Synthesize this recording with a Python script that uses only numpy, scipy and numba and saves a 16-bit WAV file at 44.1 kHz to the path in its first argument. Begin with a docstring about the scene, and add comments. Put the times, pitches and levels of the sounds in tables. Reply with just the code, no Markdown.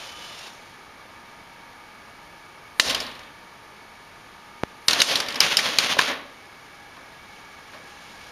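"""Cat and disc-drive tray

A small hard-floored room, one camera microphone. A cat swats the plastic tray of a computer's disc drive:
damped modes ring and loose contacts rattle. Grainy swells of noise follow the hard blows, mostly the room's
echo coming back as the camera's limiter releases. Filtered noise and blade tones make the fans' steady hum;
the tray motor scrapes and whines at first and stirs at the end. An electric pop crosses the line.
The camera's slow converter leaves a faint mirror of the sound above half its sampling rate."""
import sys
import numpy as np
from scipy import signal
from scipy.fft import rfft, irfft, next_fast_len
from scipy.io import wavfile
from scipy.ndimage import uniform_filter1d, map_coordinates
from numba import njit

SR = 44100
rng = np.random.default_rng(int(sys.argv[2]) if len(sys.argv) > 2 else 0)


def makeup_ratio(level_db):
    """Linear amplitude ratio for a level in decibels (20 dB per factor of ten)."""
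    decades = np.asarray(level_db, float) / 20
    return 10 ** decades


def persist_wave(psi):
    """Save psi, clipped to +-1, as 16-bit WAV."""
    counts = np.round(np.clip(psi, -1, 1) * 32767).astype(np.int16)
    wavfile.write(sys.argv[1], SR, np.atleast_2d(counts).T)


N = 366471  # samples

# Source levels are ahead of the microphone and limiter; relative_db is shifted or normalised further on.
# tray motor and gears, running out, then stirring at the end: start_s, level_db (rms)
MOTOR_LEVEL = [(0, -38.5), (.2, -43), (.48, -41.5), (.52, -49), (1, -66.5), (7.3, -57), (8.31, -48)]
# colour of the gear scrape: frequency_hz, relative_db (per Hz)
GEAR_COLOUR = [(150, -36), (500, 7.5), (1200, 0.5), (2000, 1), (3000, 4), (4200, 1), (5800, -2),
               (7000, -4.5), (7900, -18)]
# gear mesh tone: time_s, pitch_hz, relative_db
MESH_WHINE = [(0, 3040, -48), (.3, 2985, -49.5), (.4, 2840, -50), (.48, 2620, -51), (.52, 2550, -80)]
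# tones riding with the mesh: pitch_ratio, relative_db
MESH_PARTIALS = [(1, 1), (.4, -8)]
# tones of the second, climbing whine: pitch_ratio, relative_db
SECOND_PARTIALS = [(1, -3), (1.46, -8)]
# colour of the fans' air rush: frequency_hz, relative_db (per Hz)
FAN_COLOUR = [(12, -43), (20, 12.5), (65, 8), (571, -4.5), (919, -2.5), (1020, -7), (1210, -1), (1370, -6),
              (2260, -9.5), (2500, -11), (4560, -17), (6800, -22.5), (7900, -35.5), (10300, -67.5),
              (17400, -120)]
# course of the fans' air noise: time_s, relative_db
FAN_LEVEL = [(0, -46.5), (.62, -47.5), (4, -48), (6.6, -48), (8.31, -46.5)]
# hollows of the computer case, tray open, before a fifth power: centre_hz, width_hz, relative_db
CASE_OPEN = [(940, 14, 3), (1150, 79, 7.5), (1665, 230, 8.5), (2252, 190, 9), (4570, 120, -21)]
# the same with the tray closed: centre_hz, width_hz, relative_db
CASE_SHUT = [(814, 13, 6), (1672, 170, 3.5), (2245, 230, 3.5), (2930, 70, -3.5), (4520, 130, -15)]
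# fan blade tones with the tray open: pitch_hz, level_db (rms, about which it wanders)
BLADE_TONES = [(839.8, -61.5), (931.3, -58), (1222, -59.5), (1733, -63), (2283, -83), (4527, -72.5)]
# blows and clacks of the tray: start_s, relative_db, brightest_hz, rise_s (time constant)
KNOCKS = [(2.7974, 16.5, 4440, 0.00027), (2.8485, -23, 3860, .0012), (2.892, -9.5, 4450, 0.0067),
          (2.9457, -5.5, 3860, .0008), (3.0018, -12, 4730, 0.00072), (3.064, -22.5, 4080, .0013),
          (3.1129, -28.5, 3850, .0005), (4.883, 11.5, 4300, 0.00013), (5.001, 0.5, 3700, 0.0016),
          (5.0178, 21, 4500, 0.00011), (5.1118, -10.5, 3480, 0.0015), (5.155, -0.5, 4540, 0.00053),
          (5.201, -5, 3700, 0.00039), (5.2844, -12, 3300, 0.00056), (5.356, -12.5, 3360, 0.0014),
          (5.404, 16, 3660, 0.00023), (5.5694, 13.5, 3950, 0.00045), (5.587, 6, 3180, 0.0021),
          (5.7862, 16.5, 3470, 0.000061), (5.8, -12, 2620, .0025), (5.967, -6, 764, .0005),
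          (5.9917, 16.5, 1620, 0.000043), (6.012, 4.5, 2980, 0.00059), (6.965, -33, 1950, 0.0034),
          (7.731, -32, 1910, 0.0068)]
# runs of loose-tray contacts: first_s, last_s, gap_s, first_relative_db, loss_db (a contact; negative grows)
RATTLES = [(3.152, 3.25, 0.04, -28.5, 1.5), (4.9077, 4.94, 0.024, 4.5, -2.5),
           (5.261, 5.35, .0208, -19.5, -0.9)]
# heavily damped plastic tray modes: pitch_hz, relative_db, t60_s
TRAY_MODES = [(560, -4, .014), (1050, -4, .009), (1750, -5, .006), (2300, -3, .005), (3100, -1, .004),
              (3850, 0, .0035), (4500, 0, .0035), (5250, -4, .0035), (6300, -5, .0035), (7200, -8, .0035)]
# decay of the room's echo: frequency_hz, t60_s
ROOM_DECAY = [(150, 0.62), (500, 0.62), (1500, 0.45), (4000, 0.48), (7500, 0.21)]
# hollow furniture that colours the echo: centre_hz, width_hz, boost_db
FURNITURE = [(254, 94, 12), (570, 250, 8.5), (1090, 97, 6), (1785, 170, 5)]
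# grainy swells of noise after the hard blows: start_s, hold_s, level_db (at the start)
SWELLS = [(4.888, 0.19, -13.5), (5.03, 0.14, -19.5), (5.412, 0.13, -5.5), (5.572, 0.19, -13.5),
          (5.792, .13, -10), (5.991, 0.055, -8)]
# colour of the swells: frequency_hz, relative_db (per Hz)
SWELL_COLOUR = [(150, -2), (500, -2.5), (1100, -2.5), (2000, -1), (3300, 0.5), (4800, -6.5), (6500, -9),
                (7900, -25.5)]
# microphone response up to half the converter's sampling rate: frequency_hz, gain_db
MIC_RESPONSE = [(30, -20), (200, -7), (1000, -1), (4000, 0), (6500, 0), (7300, -0.5), (7750, -5),
                (8000, -25)]
# strength of the converter's mirror: frequency_hz, gain_db
MIRROR_GAIN = [(8000, 2), (9000, -4), (10500, -18), (12000, -31), (13500, -26), (15000, -55), (16000, -70)]
# colour of the treble hiss: frequency_hz, relative_db (per Hz)
HISS_COLOUR = [(8000, -9), (8600, -3), (10000, 2.5), (12000, -1), (14500, -9), (15000, -8), (15300, -30),
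               (16500, -86)]

SAMPLING_HZ = 16000  # the camera's converter
RATTLE_HZ = 3700  # brightness of a rattle contact, also the reference for the echo's share


def unit(x):
    """Scaled to rms 1."""
    return x / np.sqrt(np.mean(x ** 2) + 1e-20)


def along(points, hz):
    """Interpolates (Hz, value) points on a log frequency axis."""
    f, v = np.transpose(points)
    return np.interp(np.log(hz + 1), np.log(f + 1), v)


def curves(rows):
    """One value per sample for each column after the time."""
    s, *columns = np.transpose(rows)
    return [np.interp(np.arange(N) / SR, s, column) for column in columns]


def wobble(rate):
    """A smooth random curve with rate knots a second."""
    knots = rng.standard_normal(int(N * rate / SR) + 4)
    return map_coordinates(knots, [np.arange(N) * rate / SR])


def filtered(x, response):
    """x through a complex response of frequency."""
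    m = next_fast_len(len(x) + 8192)
    return irfft(rfft(x, m) * response(np.fft.rfftfreq(m, 1 / SR)), m)[:len(x)]


def noise(response):
    """Coloured noise of rms 1."""
    return unit(filtered(rng.standard_normal(N), response))


def motor():
    """Gear teeth scrape unevenly; the mesh whine sinks as the motor slows while a second whine climbs."""
    waver_hz, flutter_db = 34, 3.5  # random unsteadiness of the whines
    second_hz, second_rise_hz_per_s, second_from_s = 3520, 700, .16

    def tone(hz, db):
        level = makeup_ratio(tone_db + db + flutter_db * wobble(30))
        return level * np.sin(2 * np.pi * np.cumsum(hz + waver_hz * wobble(80)) / SR)

    level_db, = curves(MOTOR_LEVEL)
    teeth = makeup_ratio(1.4 * wobble(120) + .8 * wobble(15))
    mesh_hz, tone_db = curves(MESH_WHINE)
    mesh = sum(tone(ratio * mesh_hz, db) for ratio, db in MESH_PARTIALS)
    since = np.arange(N) / SR - second_from_s
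    climbing_hz = second_hz + second_rise_hz_per_s * np.clip(since, 0, 1) + 2 * waver_hz * wobble(12)
    second = sum(tone(ratio * climbing_hz, db) for ratio, db in SECOND_PARTIALS) * (since > 0)
    scrape = unit(teeth * noise(lambda f: makeup_ratio(along(GEAR_COLOUR, f))))
    return makeup_ratio(level_db) * scrape + mesh + second


def hollows(peaks):
    """Air noise ringing in the hollows of the case: summed resonances, sharpened by a fifth power."""
    def response(f):
        return sum(makeup_ratio(db) * f * w / np.hypot(c * c - f * f, f * w) for c, w, db in peaks) ** 5.0
    return noise(response)


def fans():
    """Air rush, its ringing in the case and unsteady blade tones; closing the tray shifts the balance."""
    level_db, = curves(FAN_LEVEL)
    t = np.arange(N) / SR
    shut = t > 6  # s
    case = np.where(shut, makeup_ratio(-8.5) * hollows(CASE_SHUT), makeup_ratio(-11.5) * hollows(CASE_OPEN))
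    tones = 0
    for hz, db in BLADE_TONES:
        level = makeup_ratio(db + 3 + 1.9 * wobble(5.5))  # 3 dB from rms to peak
        tones = tones + level * np.sin(2 * np.pi * hz * t + 1.2 * wobble(3.7))
    rush = noise(lambda f: makeup_ratio(along(FAN_COLOUR, f))) * makeup_ratio(0.077 * wobble(3.7))
    return makeup_ratio(level_db + 4.5) * (rush + case) + makeup_ratio(-6 * shut) * tones


def contacts():
    """Every touch of the tray: the single knocks, then the rattles spelled out."""
    rise_s, jitter_s = 0.00055, 0.0011
    rows = list(KNOCKS)
    for first, last, gap, db, loss_db in RATTLES:
        for k, s in enumerate(np.arange(first, last, gap)):
            rows.append((s + jitter_s * rng.standard_normal(), db - loss_db * k, RATTLE_HZ, rise_s))
    return rows


def ringing(t, hz):
    """The tray's answer to one tap: the modes nearest hz sound most."""
    modes = np.array(TRAY_MODES)
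    # the modes move with the spot struck and how far the tray is out
    pitch = modes[:, :1] * (1 + .04 * rng.standard_normal((len(modes), 1)))
    uneven_db = 1.5 * rng.standard_normal(len(modes))
    weight = makeup_ratio(modes[:, 1] + uneven_db - 10 * np.log2(modes[:, 0] / hz) ** 2)
    soft = 1 - np.exp(-(t * hz / 0.69) ** 2)  # a duller tap is a longer, softer contact
    return soft * (weight @ (makeup_ratio(-60 * t / modes[:, 2:]) * np.sin(2 * np.pi * pitch * t)))


def echo():
    """A fresh diffuse tail of energy 1, each frequency dying at its own speed."""
    hz, t, z = signal.stft(rng.standard_normal(SR * 3 // 4), SR, nperseg=256)
    decay = makeup_ratio(-60 * t / along(ROOM_DECAY, hz)[:, None])
    tail = signal.istft(z * decay, SR, nperseg=256)[1]
    # the echo takes a few wall trips to build up
    tail = tail * (1 - np.exp(-np.arange(len(tail)) / SR / 0.0076))
    return tail / np.linalg.norm(tail)


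def walls(f, hz, thump_db):
    """The walls hear the tray from all sides, so its modes blend into one broad colour on a low shelf."""
    octaves = np.log2((f + 1) / hz)
    slope = -6 * octaves ** 2
    blend = np.where(octaves > 0, slope, np.maximum(slope, thump_db + 13.5))
    boom = sum(db / (1 + (2 * (f - c) / w) ** 2) for c, w, db in FURNITURE)
    return makeup_ratio(blend + boom) * f / (f + 250)


def knocks():
    """Each contact chatters for a few ms, rings the tray modes nearest its brightness and fills the room."""
    out, t = np.zeros(N + 2 * SR), np.arange(SR // 10) / SR
    for s, db, hz, rise in contacts():
        t60 = 0.0205 + 6 * rise  # s; a softer contact chatters longer
        thump_db = min(-11.5 - 0.41 * db, -2)  # hard blows ring more than they thump
        # duller knocks come from inside the case and are heard more from the walls
        echo_db = -3 + 2.5 * min(np.log2(RATTLE_HZ / hz), 1)
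        decay = makeup_ratio(-60 * t / t60) + 0.084 * makeup_ratio(-60 * t / 0.092)
        shape = decay * (1 - np.exp(-t / rise)) ** 2
        chatter = shape * rng.standard_normal(len(t))
        body = signal.fftconvolve(chatter, ringing(t, hz))[:len(t)]
        body = body * np.linalg.norm(shape) / np.linalg.norm(body) / shape.max()
        lurch = (t / 0.00072) * np.exp(1 - t / 0.0007)  # the whole tray jolts
        hit = makeup_ratio(db - 11.5) * (body + makeup_ratio(thump_db) * lurch)
        tail = filtered(echo(), lambda f: walls(f, hz, thump_db))
        wet = makeup_ratio(echo_db) * np.linalg.norm(hit) * tail
        start = round(s * SR)
        out[start:][:len(hit)] += hit
        out[start:][:len(wet)] += wet
    return out[:N]


def rumble():
    """Low noise through the floor as the cat springs back: it sets in quickly and dies away."""
    start_s, level_db, corner_hz, t60_s = 2.8, -28, 110, 1.2
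    t = np.maximum(np.arange(N) / SR - start_s, 0)
    shape = makeup_ratio(level_db - 60 * t / t60_s) * (1 - np.exp(-t / 0.024))
    return shape * noise(lambda f: 1 / (1 + (f / corner_hz) ** 4))


def pop():
    """A spike in the microphone line; coupling capacitors turn its area into a shallow undershoot."""
    start_s, level_db, rise_s, fall_s = 4.63545, -2, .00009, .00028  # level ahead of the capacitors
    t = np.arange(N) / SR - start_s
    spike = np.exp(np.where(t < 0, t / rise_s, -t / fall_s))
    # two high-passes, at 100 and 40 Hz
    return makeup_ratio(level_db) * filtered(spike, lambda f: 1j * f / (100 + 1j * f) * 1j * f / (40 + 1j * f))


def swells():
    """Grainy noise after the hard blows, mostly the room's echo coming back as the limiter releases."""
    rise_db_per_s, sag_db_per_s, fall_db_per_s = 4000, 89.5, 280
    t = np.arange(N) / SR
    level = 0
    for s, hold, db in SWELLS:
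        rise_db = rise_db_per_s * np.minimum(t - s, 0)
        sag_db = sag_db_per_s * np.clip(t - s, 0, hold)
        fall_db = fall_db_per_s * np.maximum(t - s - hold, 0)
        level = level + makeup_ratio(db + rise_db - sag_db - fall_db)
    chance, size = rng.random((2, N))
    # about 12000 grains a second, of random size and sign
    grains = (chance < 12000 / SR) * np.log(size + 1e-9) * np.sign(rng.standard_normal(N))
    unevenness = makeup_ratio(1.43 * wobble(90) + 0.45 * wobble(22))
    return level * unit(unevenness * filtered(grains, lambda f: makeup_ratio(along(SWELL_COLOUR, f))))


def scene():
    """Everything the single microphone meets, with the swells laid in."""
    return (knocks() + swells() + rumble() + motor() + fans())[None]


@njit
def follow(x, attack, hold, release):
    """Peak follower: quick to rise, waits, then falls slowly."""
    env, now, waited = np.empty_like(x), 0., 0.
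    for i in range(len(x)):
        if x[i] > now:
            now, waited = now + attack * (x[i] - now), 0.
        else:
            waited += 1
            now = now * release if waited > hold else now
        env[i] = now
    return env


def limiter(x):
    """Gain drops with the peak envelope above -9.5 dB; first peaks outrun it and overload softly."""
    # 1.13 ms attack, 33 ms hold, then the envelope falls 280 dB a second
    env = follow(np.abs(x), 1 / (SR * 0.00113), SR * 0.033, float(makeup_ratio(-280 / SR)))
    held = x * np.maximum(env / makeup_ratio(-9.5), 1) ** -.95
    return held / (1 + np.abs(held / .8) ** 6) ** (1 / 6)


def mirror(x):
    """The slow converter flips the sound about half its sampling rate."""
    flipped = 2 * x * np.cos(2 * np.pi * SAMPLING_HZ * np.arange(N) / SR)
    return filtered(flipped, lambda f: makeup_ratio(along(MIRROR_GAIN, f)) * (f > SAMPLING_HZ / 2) * (f < SAMPLING_HZ))


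def hiss(x):
    """Treble noise above half the sampling rate: a faint floor that grows with the sound above 4250 Hz."""
    bright = filtered(x, lambda f: (f > 4250) * (f < SAMPLING_HZ / 2))
    loudness = uniform_filter1d(np.abs(bright), size=200)
    colour = noise(lambda f: makeup_ratio(along(HISS_COLOUR, f)) * (f > SAMPLING_HZ / 2))
    return (makeup_ratio(-71.5) + makeup_ratio(-12.5) * loudness) * colour


def band_limit(x):
    """A steep low-pass at the top of the band."""
    return signal.sosfilt(signal.butter(12, 16460, fs=SR, output="sos"), x)


def record(dry):
    """Limiter and overload, microphone response, pop, mirror band, hiss and full scale."""
    held = limiter(dry[0])
    x = filtered(held, lambda f: makeup_ratio(along(MIC_RESPONSE, f)) * (f < SAMPLING_HZ / 2))
    x = x + filtered(pop(), lambda f: np.clip((SAMPLING_HZ / 2 - f) / 900, 0, 1))
    x = x + mirror(x)
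    x = x + hiss(x)
    x = x / (1 + np.abs(x / .93) ** 8) ** (1 / 8)  # soft full scale
    return band_limit(x[None])


dry = scene()
out = record(dry)
persist_wave(out)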